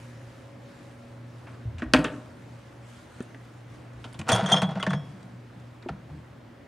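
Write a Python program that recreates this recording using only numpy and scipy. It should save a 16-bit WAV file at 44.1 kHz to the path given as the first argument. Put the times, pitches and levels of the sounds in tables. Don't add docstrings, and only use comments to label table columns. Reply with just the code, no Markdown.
import sys
import numpy as np
from scipy import signal
from scipy.io import wavfile
from scipy.ndimage import uniform_filter1d

SR = 44100
rng = np.random.default_rng(int(sys.argv[2]) if len(sys.argv) > 2 else 0)


def volts_from_db(level):
    exponent = np.asarray(level, float) / 20
    return 10 ** exponent


def wav_record(signal):
    frames = np.transpose(np.atleast_2d(signal))
    bounded = np.clip(frames, -1, 1)
    quanta = np.round(bounded * 32767).astype(np.int16)
    wavfile.write(sys.argv[1], SR, quanta)


N = 294489

# frequency in Hz, density in dB per Hz.
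AIR_COLOUR = [(20, -54.5), (45, -24), (70, -24.5), (100, 9.5), (150, -8), (300, -3.5), (400, -11.5),
              (560, -10), (800, -13.5), (1800, -19.5), (3000, -27), (7000, -39.5), (11000, -45),
              (15500, -54.5)]
# time in seconds, air level in dB, mains hum in dB, fan whine in dB.
ROOM_LEVELS = [(0, -50, -46, -62), (.7, -49.5, -47, -57.5), (1.3, -50.5, -46.5, -61.5),
               (1.5, -49.5, -46, -71), (2.25, -49, -46, -72), (2.4, -49.5, -48.5, -61),
               (2.8, -50.5, -50.5, -61.5), (3.2, -49.5, -49, -58.5), (3.6, -50.5, -50.5, -74),
               (4, -49, -48.5, -72), (5.3, -49.5, -48.5, -73), (6.68, -50.5, -51, -70)]
# frequency in Hz, width in Hz.
HUM_LINES = [(119.6, 6), (240, 3), (560, 2), (527, 8)]
OCTAVE_DB, OCTAVE_SWING = -55, 1.9
SECOND_DB, SECOND_FADE_DB_PER_S, SECOND_REST_DB = -60, 6.5, -72.5
# frequency in Hz, left-right likeness from 0 to 1.
LIKENESS = [(60, 0.94), (180, 0.99), (550, 0.41), (1650, 0.64), (4970, 0.673), (15000, 0.35)]
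# frequency in Hz, t60 in seconds.
ROOM_DECAY = [(100, 0.52), (500, 0.7), (2000, 0.36), (6000, 0.2), (12000, 0.39)]

# frequency in Hz, density in dB per Hz.
CLOTH_COLOUR = [(880, -13.5), (1500, -3.5), (2700, -10.5), (4120, -13), (4500, -14), (9090, -18),
                (15000, -27)]
# start in seconds, hold in seconds, level in dB.
BRUSH_STROKES = [(0, 0.092, -59.5), (.2, 0.19, -63), (.66, 0.22, -63), (.95, 0.15, -66.5),
                 (1.297, 0.22, -65.5), (2.12, 0.024, -59.5), (2.3, 0.44, -66), (2.897, 0.09, -59.5),
                 (3.117, 0.1, -61.5), (3.4, 0.16, -66), (3.72, 0.026, -64), (4.024, 0.059, -64),
                 (5.05, 0.09, -65), (5.6, 0.019, -70), (5.72, .02, -75), (6.1, 0.052, -71.5)]
BRUSH_RISE_DB_PER_S, BRUSH_FALL_DB_PER_S = 97, 45.5

# start in seconds, peak in dB, main mode in Hz, second mode in Hz, t60 in seconds.
CAMERA_BUMPS = [
    (3.2049, -14, 245, 362, 0.025),
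    (5.8605, -23.5, 350, 270, 0.066),
    (5.8615, -34, 620, 890, 0.036),
    (5.889, -27, 778, 710, 0.054),
    (5.896, -24.5, 420, 820, 0.022),
]
# start in seconds, peak in dB, main mode in Hz, second mode
# in Hz, t60 in seconds.
DULL_BLOWS = [(1.653, -22.5, 109.3, 74, 0.29), (1.743, -26, 82, 117, 0.22), (1.821, -24, 239.5, 313, 0.23),
              (1.851, -25, 63.5, 121, 0.18), (1.937, -10.5, 255, 300.4, 0.13), (1.939, -10, 610, 490, .06),
              (1.946, -15, 615, 760, 0.046), (1.95, -22, 63.7, 151, 0.15), (1.985, -13, 293, 160.5, 0.14),
              (2.27, -39, 88, 120, 0.17), (2.967, -42, 80, 149, .16), (3.931, -45, 64.3, 99.3, 0.9),
              (4.046, -43, 246, 400, 0.17), (4.189, -23.5, 143, 92, 0.11), (4.193, -34, 216, 326, 0.2),
              (4.292, -21, 237.4, 120, 0.17), (4.394, -19.5, 677, 790, 0.068),
              (4.5415, -9, 784, 1100, 0.02), (4.801, -32, 1336, 2066, .12), (4.69, -30.5, 777, 640, 0.072),
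              (4.772, -25.5, 650, 780, 0.052), (4.322, -16.5, 114.8, 185, 0.251),
              (5.899, -26.5, 152, 70, 0.21), (5.911, -34.5, 193, 223, .25), (6.106, -32.5, 150, 77.2, .38),
              (6.141, -39, 186, 304, 0.2)]
SECOND_MODE_DB = -4.5
# start in seconds, lower mode in dB, upper mode in dB.
FRIDGE_DOOR_BOOMS = [(4.427, -22, -15.5), (4.525, -18, -13.5), (4.627, -21, -12.5), (4.671, -21, -33),
                     (4.761, -38, -19.5), (4.874, -23, -14), (4.914, -22, -45), (4.943, -17, -25),
                     (5.139, -48, -36), (5.24, -47.5, -35), (5.331, -55, -38), (5.551, -45, -41.5)]
DOOR_LOW_HZ, DOOR_HIGH_HZ, DOOR_LOW_T60_S, DOOR_HIGH_T60_S, DOOR_RISE_S = 152, 185, 0.27, 0.18, 0.006

# frequency in Hz, width in Hz, level in dB.
WOOD_MODES = [(151, 13, -10), (255, 37, 1.5), (293, 13, -2.5), (400, 22, -10), (610, 100, 0.5),
              (764, 92, -9), (883, 26, -9), (1150, 170, -3), (1510, 190, 1), (1780, 190, -1),
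              (2160, 440, -6.5), (2570, 310, -2.5), (3150, 1800, -9), (4200, 1500, -34)]
# start in seconds, peak in dB, treble crack in dB above the body,
# pitch of the struck spot in Hz, t60 in seconds.
CABINET_KNOCKS = [(1.469, -45.5, -20, 2400, .17), (1.4695, -47.5, -28, 1040, 0.88),
                  (1.936, -3.5, -14.5, 4680, 0.022), (1.938, -8, -22, 2740, 0.072),
                  (1.946, -7, -25, 2500, 0.026), (1.964, -16.5, -24, 2390, .048),
                  (1.99, -27, -14, 1460, 0.058), (2.043, -25.5, -10, 6500, 0.021),
                  (2.046, -20.5, -27, 2430, 0.06), (2.049, -28.5, -24, 2960, 0.26),
                  (3.205, -32.5, -16, 1040, 0.025), (3.225, -49, -11, 8500, 0.091),
                  (3.346, -38, -28, 1870, 0.039)]
# start in seconds, peak in dB, crack in dB above the body,
# spot pitch in Hz, t60 in seconds.
CABINET_LATCH = [
    (1.783, -41.5, -6, 2500, 0.18),
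    (1.793, -42, -10, 1300, 0.16),
    (1.8205, -24, -30, 1500, 0.047),
    (1.824, -29, -32, 1140, 0.09),
    (1.838, -55, -5, 8500, .03),
]

BOTTLE_MODES_HZ = [
    [3227, 6361, 6489, 8489, 9593, 10860, 8204, 12660, 13070],
    [3333, 5405, 6584, 8726, 3408, 3295],
    [3477, 3278, 5683, 6604, 8823, 9825, 12900, 13590, 15160],
]
# level in dB, t60 in seconds.
BOTTLE_RINGS = [
    [(5, 0.22), (-5, 0.13), (-9, 0.06), (-29.5, 0.092), (-16, 0.065), (-29, .09), (-26, .09),
     (-29.5, 0.1002), (-34.5, .06)],
    [(-1, 0.68), (-15.5, 0.5), (-35, .18), (-30.5, 0.11), (5.5, 0.18), (-9.5, .2)],
    [(6.5, 0.073), (1, 0.11), (-6.5, 0.091), (-3, 0.092), (-3, 0.09), (-15, 0.052), (-20.5, .05),
     (-19, .045), (-21, .04)],
]
# start in seconds, first bottle in dB, second in dB, third in dB,
# seconds until the next touch stills it.
BOTTLE_CLINKS = [(4.296, -40, -37, -32, 0.03), (4.319, -43, -30, -23, 0.034), (4.327, -24, -48, -28, 0.016),
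                 (4.359, -42, -39, -53, 0.041), (4.4, -53, -54, -47.5, 0.017), (4.46, -36, -42, -35, 0.039),
                 (4.497, -45, -45, -35.5, 0.019), (4.519, -20, -48, -26.5, .236),
                 (4.526, -15, -28, -39, 0.019), (4.544, -36.5, -34, -45, .21),
                 (4.562, -50, -35, -36.5, 0.022), (4.632, -48, -39, -62, 0.1),
                 (4.799, -56, -42.5, -47, 0.026), (4.808, -55, -49, -60, 0.02),
                 (4.894, -53, -43.5, -52, 0.017), (4.916, -50, -51, -67, .3), (4.932, -54, -50, -51, 0.28),
                 (4.945, -62, -46.5, -63, .4)]
PACKED_SHARE = 0.81

# start in seconds, peak in dB, pitch in Hz.
CAP_TICKS = [(4.2825, -35.5, 10000), (4.3185, -26.5, 10500), (4.3472, -26, 9000), (4.3532, -24.5, 9000),
             (4.3592, -26.5, 9500), (4.432, -42.5, 10000), (4.453, -43.5, 10500), (4.49, -43, 9000),
             (4.582, -44, 10500), (4.7103, -41, 7000), (4.7537, -51, 5000)]
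TICK_T60_S, TICK_SPREAD = 0.0063, 0.36
# start in seconds, hold in seconds, level in dB.
SHELF_JOLTS = [
    (4.292, 0.019, -11.5),
    (4.36, 0.088, -19.5),
    (4.5, 0.056, -17.5),
    (4.622, 0.0086, -32),
    (4.692, 0.12, -34),
    (4.83, 0.051, -40),
]
JOLT_RISE_DB_PER_S, JOLT_FALL_DB_PER_S = 897.5, 219.5
# frequency in Hz, width in Hz, level in dB.
PLASTIC_MODES = [(269.6, 103, -7), (487, 64, -4), (640, 59, 0), (762, 91, -2), (926, 67, -3),
                 (1088, 80, -3), (1399, 184, -1.5), (1924, 280, -4.5), (2500, 1800, -4.5)]
# start in seconds, peak in dB, crack in dB above the body,
# spot pitch in Hz, t60 in seconds.
FINGER_TAPS = [(3.934, -56.5, -3, 5900, 0.036), (4.042, -33.5, -16, 3000, 0.12),
               (4.128, -42.5, -1, 5500, 0.012), (4.133, -41, -15, 9300, 0.017),
               (4.143, -41.5, -13, 3330, 0.094), (4.191, -30, -5.5, 2500, 0.079),
               (4.214, -30.5, -14.5, 2500, 0.039), (5.229, -60, 9, 7000, 0.038),
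               (5.599, -55.5, -8.5, 6050, .039), (5.825, -45, -20.5, 3590, 0.049),
               (5.829, -47, -19.5, 2040, 0.1), (5.887, -31.5, -24, 2500, 0.03),
               (5.891, -25.5, -25, 1350, 0.043), (6.1, -46.5, -29, 804, 0.096)]
# start in seconds, peak in dB, crack in dB above the body,
# spot pitch in Hz.
SEAL_KNOCKS = [(4.268, -46.5, -11.5, 2798), (4.283, -26, -8, 1070), (4.289, -17.5, -4, 2500),
               (4.2915, -16.5, -20, 1160), (4.296, -19.5, -14, 2304), (4.301, -33, -5, 1212),
               (4.318, -14, -7, 610), (4.346, -18.5, -20.5, 476), (4.352, -26, -15, 603),
               (4.359, -18, -11.5, 834), (4.394, -25, -27.5, 680), (4.429, -31, -15, 643),
               (4.459, -26, -13, 1300), (4.479, -24.5, -25, 1505), (4.489, -21, -14, 1505),
               (4.514, -23.5, -17.5, 925), (4.518, -15.5, -9.5, 755), (4.534, -22, -26.5, 1200),
               (4.5415, -19.5, -30, 800), (4.563, -23.5, -19.5, 3000), (4.582, -29, -14, 1370),
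               (4.618, -15, -15, 745), (4.631, -26.5, -33, 778), (4.69, -30, -45, 755),
               (4.714, -30, -33, 622), (4.754, -27, -47, 654), (4.773, -32, -39, 645)]
# start in seconds, peak in dB, crack in dB above the body,
# spot pitch in Hz.
SETTLING_KNOCKS = [
    (4.797, -31, -18, 1530),
    (4.808, -44, -22, 1310),
    (4.827, -17.5, -17, 2640),
    (4.865, -18, -24.5, 1760),
    (4.905, -22.5, -18, 1700),
    (4.932, -20.5, -30, 1470),
]
SHELF_T60_S, SETTLE_T60_S = 0.095, 0.071


def evened(x):
    return x / np.sqrt(np.mean(x ** 2) + 1e-20)


def read(points, hz):
    f, value = np.transpose(points)
    return np.interp(np.log(hz + 1), np.log(f + 1), value)


def add(mix, s, sound):
    part = mix[round(s * SR):][:len(sound)]
    part += sound[:len(part)]


def swell_db(rows, rise_db_per_s, fall_db_per_s):
    t = np.arange(0, N + 32, 32) / SR
    levels = []
    for s, hold, db in rows:
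        early, late = np.maximum(s - t, 0), np.maximum(t - s - hold, 0)
        levels.append(db - rise_db_per_s * early - fall_db_per_s * late)
    return np.interp(np.arange(N) / SR, t, np.max(levels, axis=0))


def resonate(x, hz, width):
    r, turn = np.exp(-np.pi * width / SR), 2 * np.pi * hz / SR
    return signal.lfilter([(1 - r * r) / 2, 0, -(1 - r * r) / 2], [1, -2 * r * np.cos(turn), r * r], x)


def broad_resonance(x, hz, spread):
    return resonate(resonate(x, hz, spread * hz), hz, spread * hz)


def ring(hz, db, t60, rise, phase):
    t = np.arange(int(1.2 * t60 * SR)) / SR
    return volts_from_db(db - 60 * t / t60) * (1 - np.exp(-t / rise)) * np.sin(2 * np.pi * (hz * t + phase))


def noise(colour, patchy_db):
    frames, hz = N // 256 + 5, np.fft.rfftfreq(1024, 1 / SR)
    a, b, c, d, patches = rng.standard_normal((frames, 513, 5)).T
    patches = uniform_filter1d(patches, size=12, axis=0)
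    patches = evened(uniform_filter1d(patches, size=14, axis=1))
    same = np.clip(read(LIKENESS, hz), -1, 1)[:, None]
    left, other = a + 1j * b, c + 1j * d
    z = np.array([left, same * left + np.sqrt(1 - same ** 2) * other])
    z *= volts_from_db(read(colour, hz)[:, None] + patchy_db * patches)
    return evened(signal.istft(z, nperseg=1024, noverlap=768)[1][:, :N])


def room_tone():
    s, *levels_db = np.transpose(ROOM_LEVELS)
    t = np.arange(N) / SR
    air_db, hum_db, fan_db = (np.interp(t, s, db) for db in levels_db)
    octave_db = OCTAVE_DB + OCTAVE_SWING * (hum_db - hum_db[0])
    second_db = np.maximum(SECOND_DB - SECOND_FADE_DB_PER_S * t, SECOND_REST_DB)
    out = volts_from_db(air_db) * noise(AIR_COLOUR, 0.89)
    for (hz, width), db in zip(HUM_LINES, (hum_db, octave_db, fan_db, second_db)):
        waver = evened(resonate(rng.standard_normal(N), hz, width))
        out += volts_from_db(db) * evened(np.sin(2 * np.pi * hz * t) + 0.399 * waver)
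    return out


def room(x):
    taps = np.zeros((2, SR))
    at = np.arange(300, SR - 20, 20) + rng.integers(0, 20, (2, (SR - 301) // 20))
    np.put_along_axis(taps, at, rng.choice([-1., 1.], at.shape), 1)
    taps = taps[0] + 0.14 * taps
    hz, t, z = signal.stft(taps, SR, nperseg=256)
    tail = signal.istft(z * volts_from_db(-60 * t / read(ROOM_DECAY, hz)[:, None]), SR, nperseg=256)[1]
    return signal.fftconvolve(x[None], tail / np.linalg.norm(tail[0]), axes=1)[:, :N]


def ports(x):
    t = np.arange(800) / SR
    scatter = rng.standard_normal(800) * volts_from_db(-60 * t / 0.02)
    side = signal.oaconvolve(np.diff(x, prepend=0), scatter / np.linalg.norm(scatter))[:N]
    return x * volts_from_db(np.array([[0.12], [-0.12]])) + volts_from_db(-10.5) * np.array([side, -side])


def rustle():
    brush = volts_from_db(swell_db(BRUSH_STROKES, BRUSH_RISE_DB_PER_S, BRUSH_FALL_DB_PER_S))
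    grains = rng.exponential(1, N // 40 + 1).repeat(40)[:N]
    grain = volts_from_db(1.6 * uniform_filter1d(grains, size=40))
    return volts_from_db(3.0) * brush * noise(CLOTH_COLOUR, 2.2) * evened(grain)


def blows(rows):
    out = np.zeros(N)
    for s, db, main_hz, second_hz, t60 in rows:
        rise = 0.6 / min(main_hz, second_hz)
        main = ring(main_hz, db, t60, rise, 0)
        add(out, s, main + ring(second_hz, db + SECOND_MODE_DB, t60, rise, 0))
    return out


def panels():
    out = blows(DULL_BLOWS)
    for s, low_db, high_db in FRIDGE_DOOR_BOOMS:
        add(out, s, ring(DOOR_LOW_HZ, low_db, DOOR_LOW_T60_S, DOOR_RISE_S, 0))
        add(out, s, ring(DOOR_HIGH_HZ, high_db, DOOR_HIGH_T60_S, DOOR_RISE_S, 0))
    return out


def body(drive, modes):
    click = np.eye(1, 4096)[0]
    shape = np.zeros(4096)
    for k, (hz, width, db) in enumerate(modes):
        shape += (-1) ** k * volts_from_db(db) * resonate(click, hz, width) / np.sqrt(width)
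    shape = signal.lfilter(*signal.butter(2, 2.14 * modes[-1][0], fs=SR), shape)
    return signal.oaconvolve(drive, shape / np.linalg.norm(shape))[:N]


def knocks(rows, modes, crack_share, crack_hz, snap, gain_db, spot_db, spot_slope):
    blow, bright, t = np.zeros(N), np.zeros(N), np.arange(SR // 5) / SR
    chatter = rng.standard_normal((len(rows), 3, len(t)))
    band = signal.butter(3, crack_hz, "bandpass", fs=SR, output="sos")
    first = 1 + snap * np.exp(-t / 0.00024)
    for (s, db, crack_db, spot_hz, t60), (low, high, spot) in zip(rows, chatter):
        quick = first * volts_from_db(db - 60 * t / (crack_share * t60))
        local = volts_from_db(spot_db + spot_slope * db) * np.sqrt(9000 / spot_hz)
        add(blow, s, first * volts_from_db(db + gain_db - 60 * t / t60) * low)
        add(bright, s, volts_from_db(crack_db) * signal.sosfilt(band, quick * high))
        add(bright, s, local * broad_resonance(quick * spot, spot_hz, 0.42))
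    return body(blow, modes) + bright


def cabinet():
    door = knocks(CABINET_KNOCKS, WOOD_MODES, 0.52, [2800, 10500], 2.0, -4.5, -1.7, -0.076)
    return door + knocks(CABINET_LATCH, WOOD_MODES, 0.54, [2800, 8000], 0.93, -7, 1.5, -0.057)


def glass():
    out, chance = np.zeros(N), rng.random((len(BOTTLE_CLINKS), 3, 9, 2))
    t = np.arange(SR // 2) / SR
    for (s, *levels_db, free), draws in zip(BOTTLE_CLINKS, chance):
        clink = np.zeros(len(t))
        for level_db, pitches, modes, draw in zip(levels_db, BOTTLE_MODES_HZ, BOTTLE_RINGS, draws):
            for hz, (db, t60), (phase, spot) in zip(pitches, modes, draw):
                mode_db = level_db + db + 7 * (spot - 0.5)
                add(clink, 0, ring(hz, mode_db, t60 * PACKED_SHARE, 0.0019, phase))
        add(out, s, clink * volts_from_db(-14 * np.clip((t - free) / 0.0035, 0, 1)))
    return out


def ticks():
    out, t = np.zeros(N), np.arange(SR // 40) / SR
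    for (s, db, hz), puff in zip(CAP_TICKS, rng.standard_normal((len(CAP_TICKS), len(t)))):
        contact = volts_from_db(db + 5.5 - 60 * t / TICK_T60_S) * puff
        add(out, s, broad_resonance(contact, hz, TICK_SPREAD))
    return out


def shelves():
    shake = volts_from_db(swell_db(SHELF_JOLTS, JOLT_RISE_DB_PER_S, JOLT_FALL_DB_PER_S) - 12.5)
    strength = volts_from_db(3.0 * np.minimum(rng.exponential(1, N), 5))
    struck = rng.random(N) < 800 / SR
    taps = strength * struck * rng.choice([-1, 1], N)
    return shake * body(evened(taps), PLASTIC_MODES)


def fridge():
    shaken = [(*row, SHELF_T60_S) for row in SEAL_KNOCKS]
    settled = [(*row, SETTLE_T60_S) for row in SETTLING_KNOCKS]
    rows = FINGER_TAPS + shaken + settled
    door = knocks(rows, PLASTIC_MODES, 0.67, [3000, 9500], 0.27, -6.5, -2, -0.081)
    return door + shelves() + ticks()


def scene():
    wood, plastic, bottles, booms = cabinet(), fridge(), glass(), panels()
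    wet = room(volts_from_db(-11) * wood + volts_from_db(-14.0) * plastic + volts_from_db(-7.5) * bottles + volts_from_db(-10.5) * booms)
    close = ports(wood + plastic + bottles + booms + blows(CAMERA_BUMPS))
    return close + wet + room_tone() + rustle()


def band_limit(x):
    return signal.sosfilt(signal.butter(12, 15780, fs=SR, output="sos"), x)


def record(dry):
    soft = 1.3 * np.tanh(dry / 1.3)
    dull = signal.sosfilt(signal.butter(3, [45, 10800], "bandpass", fs=SR, output="sos"), soft)
    hiss = volts_from_db(-79.5) * (rng.standard_normal(N) + 0.67 * rng.standard_normal(dry.shape))
    edge = signal.firwin(511, 15800, window=("kaiser", 9), fs=SR)
    return band_limit(signal.oaconvolve(dull + hiss, edge[None], "same"))


dry = scene()
out = record(dry)
wav_record(out)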